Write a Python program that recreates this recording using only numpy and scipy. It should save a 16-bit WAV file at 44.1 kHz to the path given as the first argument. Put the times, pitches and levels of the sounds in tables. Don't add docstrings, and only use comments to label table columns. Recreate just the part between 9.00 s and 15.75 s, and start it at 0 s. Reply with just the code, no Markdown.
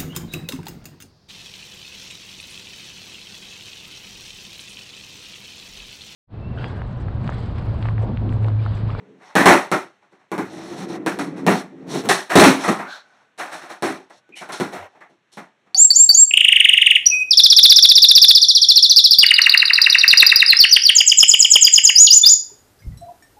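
import sys
import numpy as np
from scipy import signal
from scipy.fft import rfft, irfft, next_fast_len
from scipy.io import wavfile
from scipy.ndimage import uniform_filter1d, minimum_filter1d, map_coordinates

SR = 44100
rng = np.random.default_rng(int(sys.argv[2]) if len(sys.argv) > 2 else 0)


def inscribe(sig):
    pcm = np.round(np.clip(np.atleast_2d(sig).T, -1, 1) * 32767)
    wavfile.write(sys.argv[1], SR, pcm.astype(np.int16))


def attenuation_scalar(level_db):
    decades = np.asarray(level_db, float) / 20
    return 10 ** decades


N = 297498


def unit(x):
    return x / np.sqrt(np.mean(x ** 2) + 1e-20)


def wobble(knots_per_s):
    knots = rng.standard_normal(int(N * knots_per_s / SR) + 4)
    return map_coordinates(knots, [np.arange(N) * knots_per_s / SR])


def filtered(x, response):
    m = next_fast_len(N + SR // 2)
    return irfft(rfft(x, m) * response(np.fft.rfftfreq(m, 1 / SR)), m)[:N]


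def peak(f, hz, width_hz):
    return 1j * f * width_hz / (hz * hz - f * f + 1j * f * width_hz)


# (frequency [Hz], relative density [dB])
HUSH_SPECTRUM = [(35, -22.5), (60, -16), (114, -1), (422, -5), (472, -6), (1400, -9), (1630, -6),
                 (12000, -29), (15600, -62.5), (22000, -120)]


def hush():
    hz, db = np.transpose(HUSH_SPECTRUM)
    noise = filtered(rng.standard_normal(N), lambda f: attenuation_scalar(np.interp(np.log(f + 1), np.log(hz), db)))
    level_db = -63 + 1.2 * wobble(9.4)
    return attenuation_scalar(level_db) * unit(noise)


# (start [s], pitch [Hz], width [Hz], relative level [dB], time scale [s])
SQUEAKS = [(1.324, 95, 52, -49, 0.54), (1.649, 101, 23, -50, 0.27), (3.867, 4160, 1800, -37, 0.15),
           (3.832, 1476, 240, -36, 0.18), (3.887, 1590, 110, -41, 0.12), (3.997, 1500, 44, -58, 0.32),
           (5.198, 1490, 29, -65, 0.16), (5.322, 2440, 190, -39, 0.038), (5.351, 2220, 530, -39.5, 0.091),
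           (5.355, 2950, 240, -38, 0.058), (5.772, 95, 10, -41.5, 0.1)]


def squeaks():
    out, t = np.zeros(N), np.arange(N) / SR
    for start_s, hz, width_hz, db, scale_s in SQUEAKS:
        u = np.maximum(t - start_s, 0) / scale_s
        swell = 3 * u * np.exp(-3 * u * u)
        tone = unit(filtered(rng.standard_normal(N), lambda f: peak(f, hz, width_hz) ** 2))
        out += attenuation_scalar(db) * tone * swell
    return out


# (start [s], length [s], deck drive [dB], hiss re deck [dB])
RUBS = [(0.168, 0.22, -40.5, -12), (1.4, 0.47, -42, 0), (1.751, 0.13, -35.5, -3.5),
        (1.856, 0.14, -36.5, -5.5), (2.469, .18, -33.5, 2), (2.862, 0.19, -38, 6),
        (3.556, 0.2, -28.5, -3.5), (3.793, 0.25, -37.5, -17), (3.925, 0.41, -52, -10),
        (4.386, .4, -36, -12), (5.101, 0.12, -59.5, 8), (5.397, 0.49, -38.5, -13),
        (5.721, 0.18, -34.5, -25), (5.837, 0.22, -54.5, -13.5)]


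def rubs(hiss):
    edge_share = 0.28
    out, t = np.zeros(N), np.arange(N) / SR
    for start_s, length_s, deck_db, hiss_db in RUBS:
        u = (t - start_s) / length_s
        envelope = np.clip(np.minimum(u, 1 - u) / edge_share, 0, 1) ** 2
        out += attenuation_scalar(deck_db + hiss * hiss_db) * envelope
    return out


# (time [s], rumble drive [dB])
WHEELS = [(0, -38.5), (.16, -46), (.3, -53.5), (.36, -80), (1.36, -82.5), (1.461, -35.5), (1.67, -29),
          (1.8, -24.5), (1.919, -24.5), (2.05, -29.5), (2.44, -24.5), (2.62, -32), (2.701, -37.5),
          (2.87, -28.5), (2.94, -22), (3.06, -37), (3.15, -75.5), (3.45, -71.5), (3.52, -31.5), (3.81, -36),
          (3.92, -73.5), (6.75, -84)]


def wheels():
    time_s, db = np.transpose(WHEELS)
    return attenuation_scalar(np.interp(np.arange(N) / SR, time_s, db))


def rough(strength, grain_db, knots_per_s):
    bumps = attenuation_scalar(grain_db * wobble(knots_per_s) + 1.3 * wobble(22))
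    return strength * unit(bumps * rng.standard_normal(N))


def metal_hiss():
    bearing_db = -36
    return attenuation_scalar(bearing_db) * wheels() + rubs(hiss=True)


# (time [s], relative deck level [dB], sheet re deck [dB], trucks re deck [dB], clatter [ms])
KNOCKS = [(.354, -0.5, -5.5, -16, 110), (0.4577, 9.5, -8.5, -16.5, 50), (.716, -4, -6.5, -16, 14),
          (1.022, -44.5, -15, -16, 27), (1.317, -17, -1, -18.5, 13), (1.38, -16.5, 2, -19, 16),
          (2.063, -9.5, -3, -13.5, 9), (2.189, -14.5, -2, -11, 9.5), (2.466, -4.5, 0.5, -16, 58),
          (3.089, -0.5, -12, -7.5, 24), (3.355, 5.5, 2.5, -8, 35), (3.68, -7.5, -1, -15, 15),
          (4.393, -18.5, -19, -20, 54), (4.824, -11, -1.5, -12, 78), (5.099, -34.5, -15, -13, 8.8),
          (5.292, -64.5, 24.5, -17, 6.1), (5.412, -23.5, -11, -43, 16), (5.49, -20, -12, -21.5, 16),
          (5.522, -26, -9, 1.5, 25), (5.6, -13, 0.5, -15.5, 13), (6.007, -30, -21, -24, 6.9),
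          (6.098, -62, 13.5, 3, 16), (6.372, -24, -6.5, -20.5, 18), (6.664, -44.5, -8.5, -21, 18)]
# (time [s], relative deck level [dB], sheet re deck [dB], trucks re deck [dB], clatter [ms])
SHOVES = [(1.113, -41.5, -0.5, -14, 19), (1.19, -47, -16, -14.5, 33), (2.362, -28, -19, -11, 20),
          (2.872, -39, 15, -6, 15), (2.935, -18, 6, -9.5, 24), (3.039, -26.5, 16, -11.5, 21),
          (3.296, -6, -11.5, -16, 70), (3.397, 3, 0.5, -12, 60), (3.435, -6, -3.5, -10, 40),
          (3.632, -8, -12.5, -12.5, 20), (3.786, -14, -8.5, -28, 6), (4.378, -20.5, -15, -7.5, 14),
          (4.516, -20, -14, -8.5, 31), (4.615, -28, -9, -16, 15), (4.693, -20, -12, -13, 12),
          (5.356, -38, -28, 8, 53), (5.722, -20, -4.5, -14, 15), (5.945, -38.5, -9, -35, 11),
          (6.319, -47, -7, 11.5, 3)]


def blows(column, t60_s, snap):
    knock_rise_ms, shove_rise_ms = 2.2, 9
    shape, push, t = np.zeros(N + SR), np.zeros(N + SR), np.arange(SR // 2) / SR
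    hits = [(*row, knock_rise_ms) for row in KNOCKS] + [(*row, shove_rise_ms) for row in SHOVES]
    for row, luck in zip(hits, rng.random((len(hits), 3))):
        start_s, deck_db = row[:2]
        clatter_s, rise_s = np.array(row[4:]) / 1000
        start = round(start_s * SR)
        re_deck_db = row[column] if column > 1 else 0
        size = attenuation_scalar(deck_db + re_deck_db - 5.5)
        late_s = np.hypot(t, clatter_s) - clatter_s
        onset = (1 - np.exp(-t / rise_s)) ** 1.1
        shape[start:][:len(t)] += size * onset * attenuation_scalar(-60 * late_s / t60_s)
        push[start] = size * snap * np.exp(-rise_s / 0.0049)
        bounces_s = start_s + rise_s + 0.6 * clatter_s * luck
        push[np.round(bounces_s * SR).astype(int)] += 0.2 * size * snap
    rattle = attenuation_scalar(1.1 * wobble(170))
    return push[:N] + shape[:N] * unit(rattle * rng.standard_normal(N))


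# (from [s], favoured sheet pitch [Hz], favoured deck pitch [Hz])
STANCE = [(0, 414, 893), (.35, 254, 1802), (.45, 365, 850), (.709, 355.3, 1390), (1.02, 380, 920),
          (1.31, 326, 1051), (1.378, 218, 1090), (1.45, 330, 620), (1.719, 216, 696), (1.84, 322, 790),
          (2.053, 333, 1570), (2.182, 277, 899), (2.46, 217, 770), (2.7, 255, 625), (3.089, 370, 1807),
          (3.353, 263, 600), (3.438, 271, 2422), (3.63, 243.5, 1217), (3.868, 260, 1517), (4.37, 335, 1545),
          (4.82, 372, 864), (5.094, 354, 605), (5.411, 358, 1481), (5.719, 397, 730), (6.0, 357, 1870),
          (6.09, 341, 655), (6.37, 200.7, 850)]


def favoured(column):
    rows = np.transpose(STANCE)
    return rows[column][np.searchsorted(rows[0][1:], np.arange(N) / SR)]


def body(force, modes, favoured_hz=None, spread=0.3, lift_db=0):
    gains = []
    for hz, _, _ in modes:
        if favoured_hz is None:
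            gains.append(1)
        else:
            nearness = np.exp(-(np.log(favoured_hz / hz) / spread) ** 2)
            gains.append(attenuation_scalar(lift_db * nearness))
    power = sum(g * g * attenuation_scalar(2 * db) * np.pi * width_hz / SR for g, (_, width_hz, db) in zip(gains, modes))
    force = force / np.sqrt(power)
    out = np.zeros(N)
    for k, (gain, (hz, width_hz, db)) in enumerate(zip(gains, modes)):
        ring = filtered(gain * force, lambda f: peak(f, hz, width_hz))
        out += (-1) ** k * attenuation_scalar(db) * ring
    return out


# (frequency [Hz], width [Hz], relative level [dB])
AXLES = [(8280, 3900, -1), (9850, 4100, -1.5), (12600, 3100, -16)]


def axles():
    force = blows(column=3, t60_s=0.29, snap=24)
    force = force + attenuation_scalar(-3) * rough(metal_hiss(), grain_db=3.0, knots_per_s=750)
    return attenuation_scalar(-1) * body(force, AXLES)


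# (frequency [Hz], width [Hz], relative level [dB])
TRUCKS = [(3940, 1780, -0.95), (5510, 1700, -0.46)]


def trucks():
    force = blows(column=3, t60_s=0.3, snap=16) + rough(metal_hiss(), grain_db=1.0, knots_per_s=760)
    return body(force, TRUCKS)


# (frequency [Hz], width [Hz], relative level [dB])
SHEET = [(95, 10, -18), (127, 76, -11.5), (194.5, 43, 0.5), (226, 25, -3.5), (268.7, 12, 0.5),
         (296.1, 27, -3), (335, 37, -0.5), (383.8, 23, 0), (412.4, 67, -3.5)]


def sheet():
    tyre_hz = 600
    rumble = rough(wheels(), grain_db=0.5, knots_per_s=37)
    rumble = filtered(rumble, lambda f: 1 / (1 + 1j * f / tyre_hz) ** 2)
    force = blows(column=2, t60_s=0.25, snap=44) + rumble
    return body(force, SHEET, favoured(column=1), spread=0.11, lift_db=7.5)


# (frequency [Hz], width [Hz], relative level [dB])
DECK = [(615.3, 92, 9), (726, 20, -11), (724.4, 120, 11), (850, 9.5, 4.5), (876.4, 9, 4), (1083, 410, 10),
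        (1324, 165, 14.5), (1400, 167, 13), (1740, 467, 9.5), (1970, 309, 11), (2325, 553, 2),
        (2830, 200, -20.5)]


def deck():
    drone_db = -17.5
    strength = attenuation_scalar(drone_db) * wheels() + rubs(hiss=False)
    force = blows(column=1, t60_s=0.28, snap=6.5) + rough(strength, grain_db=1.5, knots_per_s=250)
    return body(force, DECK, favoured(column=2), spread=0.13, lift_db=4.5)


def scene():
    return (hush() + squeaks() + axles() + trucks() + sheet() + deck())[None]


# (frequency [Hz], width [Hz], depth [0-1])
DIPS = [(4840, 1200, .85), (7210, 310, 0.4), (9030, 400, 0.7), (10900, 170, 1), (13500, 500, .6)]


def housing(f):
    h = (1j * f / (55 + 1j * f)) ** 2 * 1j * f / (45 + 1j * f)
    for hz, width_hz, depth in DIPS:
        h = h * (1 - depth * peak(f, hz, width_hz))
    return h


def expander(x, knee_db, slope):
    level_db = 10 * np.log10(abs(uniform_filter1d(x * x, size=1024)) + 1e-12)
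    return x * attenuation_scalar(slope * np.minimum(level_db - knee_db, 0))


def limiter(x, top):
    need = np.minimum(1, top / (abs(x) + 1e-9))
    return x * uniform_filter1d(minimum_filter1d(need, size=27), size=27)


def roll_off(x):
    return signal.sosfilt(signal.butter(12, 15900, fs=SR, output="sos"), x)


def record(dry):
    treble_hz = 8090
    x = expander(filtered(dry[0], housing), knee_db=-34.0, slope=0.08)
    treble = filtered(x, lambda f: 1 / (1 + (treble_hz / (f + 1)) ** 6))
    x = x - treble + expander(treble, knee_db=-59, slope=0.54)
    x = limiter(x, top=0.97)
    x = filtered(x, lambda f: (1j * f / (60 + 1j * f)) ** 2 / (1 + (f / 15600) ** 40))
    mix = np.clip(x, -1, 1)[None]
    return roll_off(mix)


dry = scene()
out = record(dry)
inscribe(out)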